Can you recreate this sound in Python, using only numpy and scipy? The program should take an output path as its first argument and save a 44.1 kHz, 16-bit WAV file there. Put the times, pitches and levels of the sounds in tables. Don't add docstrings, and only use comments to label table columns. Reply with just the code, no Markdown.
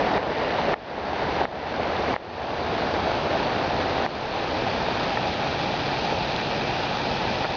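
import sys
import numpy as np
from scipy import signal
from scipy.fft import rfft, irfft
from scipy.io import wavfile
from scipy.ndimage import uniform_filter1d, minimum_filter1d

SR = 44100
rng = np.random.default_rng(int(sys.argv[2]) if len(sys.argv) > 2 else 0)


def file_out(sig):
    cols = np.atleast_2d(sig).T
    lim = np.clip(cols, -1, 1)
    pcm = np.round(lim * 32767).astype(np.int16)
    wavfile.write(sys.argv[1], SR, pcm)


N = 333396

# time_s, place (0 start, 1 middle, 2 end)
CAMERA_TURN = [(0, 0), (2.1, 0.63), (2.7, 1.12), (3.9, 1.22), (4.5, 1.48), (6.0, 1.97)]


def fountain(start_db=-22, turn_db_per_place=-2.0, surge_db=0.2):
    splash = churn(patchy_db=0.89) + gain_of(-3) * spray(per_s=1700, spread_db=3)
    tinkle = gain_of(-19) * bubbles(1100, 5000, per_s=350, spread_db=2, cycles=33)
    plops = gain_of(-11) * bubbles(560, 902, per_s=190, spread_db=3, cycles=10)
    place = follow(CAMERA_TURN, np.arange(N) / SR)
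    level_db = start_db + turn_db_per_place * place + surge_db * wander(per_s=24)
    return gain_of(level_db) * unit_level(across_plaza(splash + tinkle) + plops)


def churn(patchy_db):
    spectrum = signal.stft(rng.standard_normal(N), nperseg=512)[2]
    patches = uniform_filter1d(rng.standard_normal(spectrum.shape), size=9, axis=0)
    patches = unit_level(uniform_filter1d(patches, size=10, axis=1))
    return unit_level(signal.istft(spectrum * gain_of(patchy_db * patches), nperseg=512)[1][:N])


def spray(per_s, spread_db, shapes=16, decay_s=0.00074):
    t = np.arange(256) / SR
    slaps = [unit_level(rng.standard_normal(len(t)) * np.exp(-t / decay_s)) for _ in range(shapes)]
    showers = (signal.oaconvolve(impacts(per_s / shapes, spread_db), slap)[:N] for slap in slaps)
    return unit_level(sum(showers))


def bubbles(low_hz, high_hz, per_s, spread_db, cycles, sizes=24):
    pitches = np.geomspace(low_hz, high_hz, sizes) * rng.uniform(.97, 1.03, sizes)
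    streams = (signal.oaconvolve(impacts(per_s / sizes, spread_db), bubble(hz, cycles))[:N]
               for hz in pitches)
    return unit_level(sum(streams))


def bubble(hz, cycles, rise=0.13):
    t = np.arange(int(SR * cycles / hz) + 2) / SR
    age = t * hz / cycles
    tone = np.sin(2 * np.pi * hz * t * (1 + rise * age))
    onset = 1 - np.exp(-2 * hz * t)
    ring = tone * onset * gain_of(-60 * age)
    return ring / abs(ring).max()


def across_plaza(water):
    # pitch_hz, relative_db
    rush_start = [(15, -44), (25, -20), (70, -5.5), (115, -11.5), (180, -4.5), (350, -4), (520, -0.5),
                  (760, -1), (900, -2.5), (1270, -13), (1750, -10.5), (3200, -20.5), (4500, -24.5),
                  (5600, -34), (6100, -38), (6920, -53), (9000, -82)]
    rush_middle = [(15, -37), (25, -16), (81, -3), (200, -4), (340, -1.5), (500, -1.5), (790, 0.3),
                   (1200, -9.5), (1650, -10), (2030, -14.5), (2300, -13.5), (3300, -18.5), (4500, -20.5),
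                   (5500, -30.5), (6200, -35.5), (6920, -49.5), (9000, -80.5)]
    rush_end = [(15, -39), (25, -14), (85, -3), (140, -2.5), (300, -3.5), (520, -4.5), (813, -1),
                (1030, -10), (1940, -12), (2460, -10), (2970, -12.5), (4300, -16.5), (5050, -20),
                (5500, -26), (6100, -30), (6920, -45.5), (9000, -86)]
    # pitch_hz, width_hz, change_db
    reflection = [(870, 110, 2.5), (1100, 130, -1.5), (1910, 110, 0.5), (2134, 120, -5), (2470, 170, 1),
                  (2960, 250, -2.5)]
    hz, t, spectrum = signal.stft(water, SR, nperseg=2048, noverlap=1536)
    place = follow(CAMERA_TURN, t)
    ripple_db = sum(db * np.exp(-((hz - centre) / width) ** 2) for centre, width, db in reflection)
    colours_db = [level_at(rush_start, hz), level_at(rush_middle, hz), level_at(rush_end, hz) + ripple_db]
    shares = [np.maximum(1 - abs(place - k), 0) for k in range(3)]
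    colour = gain_of(sum(np.outer(db, share) for db, share in zip(colours_db, shares)))
    colour /= np.sqrt((colour ** 2).sum(0))
    return unit_level(signal.istft(spectrum * colour, SR, nperseg=2048, noverlap=1536)[1][:N])


def big_splashes():
    # start_s, peak_db, pitch_hz
    gulps = [(0.268, -17, 622), (1.415, -7, 780), (4.885, -12.5, 634), (5.739, -15, 684), (5.93, -18, 773),
             (6.125, -18, 576), (6.705, -23, 684)]
    # start_s, peak_db, pitch_hz
    heavy_drop = (6.3635, -14, 3400)
    out = np.zeros(N)
    for start_s, db, hz in gulps:
        add(out, start_s, gain_of(db) * bubble(hz, cycles=14))
    start_s, db, hz = heavy_drop
    add(out, start_s, gain_of(db) * bubble(hz, cycles=7))
    return out


def finger_knocks(contact_s=0.00036, muffle_hz=4200):
    # start_s, strength_db, stretch (multiplies the onset and ring times)
    knocks = [(.1790, -4, 1.3), (0.7352, -10, 2.7), (0.7402, 7.5, 1.8), (1.4530, 4, 1.4),
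              (2.1410, -4.5, 1.2), (2.1630, 6.5, 1.2), (4.0633, -2, 0.8), (5.1720, -10, 3.3),
              (7.445, -7.5, 1.1), (7.4513, -11, 1.2)]
    # pitch_hz, relative_db, ring_s (to fade 60 dB at stretch 1)
    body_tones = [(446, -5, 0.011), (815, 4, .008), (1320, -1, 0.0066), (1810, 1, 0.0062),
                  (2240, -7.5, .006), (3640, -16.5, .003)]
    out, t = np.zeros(N), np.arange(2048) / SR
    for start_s, strength_db, stretch in knocks:
        tones = [gain_of(db - 60 * t / (ring_s * stretch)) * np.sin(2 * np.pi * hz * t)
                 for hz, db, ring_s in body_tones]
        onset = 1 - np.exp(-t / (contact_s * stretch))
        knock = (sum(tones[::2]) - sum(tones[1::2])) * onset
        add(out, start_s, gain_of(strength_db) * knock / abs(knock).max())
    return signal.sosfilt(signal.butter(2, muffle_hz, fs=SR, output="sos"), out)


def far_drones(pitch_waver=0.031, flutter_db=1.5, fade_s=0.35):
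    # start_s, length_s, first_pitch_hz, glide_hz_per_s, level_db
    drones = [(0.406, 3.0, 72.56, 4, -44.5), (5.003, 2.5, 145.8, -3.5, -43)]
    out = np.zeros(N)
    for start_s, length_s, first_hz, glide, db in drones:
        t = np.arange(N) / SR - start_s
        fade = np.clip(np.minimum(t, length_s - t) / fade_s, 0, 1)
        hz = (first_hz + glide * t) * (1 + pitch_waver * wander(per_s=6.4))
        tone = np.sqrt(2) * np.sin(2 * np.pi * np.cumsum(hz) / SR)
        out += fade * gain_of(db + flutter_db * wander(per_s=4)) * tone
    return out


def volume_control(x, ceiling_db, recover_s, smooth_samples=24):
    excess = np.maximum(abs(x).max(0) / gain_of(ceiling_db) - 1, 0)
    leak = np.exp(-np.arange(N) / SR / recover_s)
    held_excess = np.maximum.accumulate(excess / leak) * leak
    gain = minimum_filter1d(1 / (1 + held_excess), smooth_samples)
    return x * uniform_filter1d(uniform_filter1d(gain, smooth_samples), smooth_samples // 2)


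def impacts(per_s, spread_db):
    size = gain_of(spread_db * np.minimum(rng.exponential(1, N), 4))
    return size * rng.choice([-1, 1], N) * (rng.random(N) < per_s / SR)


def wander(per_s):
    hz = np.fft.rfftfreq(N, 1 / SR)
    return unit_level(irfft(rfft(rng.standard_normal(N)) * (hz > 1) / (1 + (hz / per_s) ** 2), N))


def gain_of(db):
    return 10 ** (np.asarray(db) / 20)


def unit_level(x):
    return x / np.sqrt(np.mean(x ** 2) + 1e-20)


def level_at(points, hz):
    pitches, levels = np.transpose(points)
    return np.interp(np.log(hz + 1), np.log(pitches + 1), levels)


def follow(rows, t):
    return np.interp(t, *np.transpose(rows))


def add(mix, start_s, sound):
    part = mix[max(round(start_s * SR), 0):][:len(sound)]
    part += sound[:len(part)]


def scene():
    return (fountain() + big_splashes() + far_drones() + finger_knocks())[None]


def record(dry):
    ducked = volume_control(dry, ceiling_db=-11, recover_s=0.16)
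    treble_cut = signal.firwin(511, 7100, window=("kaiser", 9), fs=SR)
    return signal.oaconvolve(ducked, treble_cut[None], "same")


dry = scene()
out = record(dry)
file_out(out)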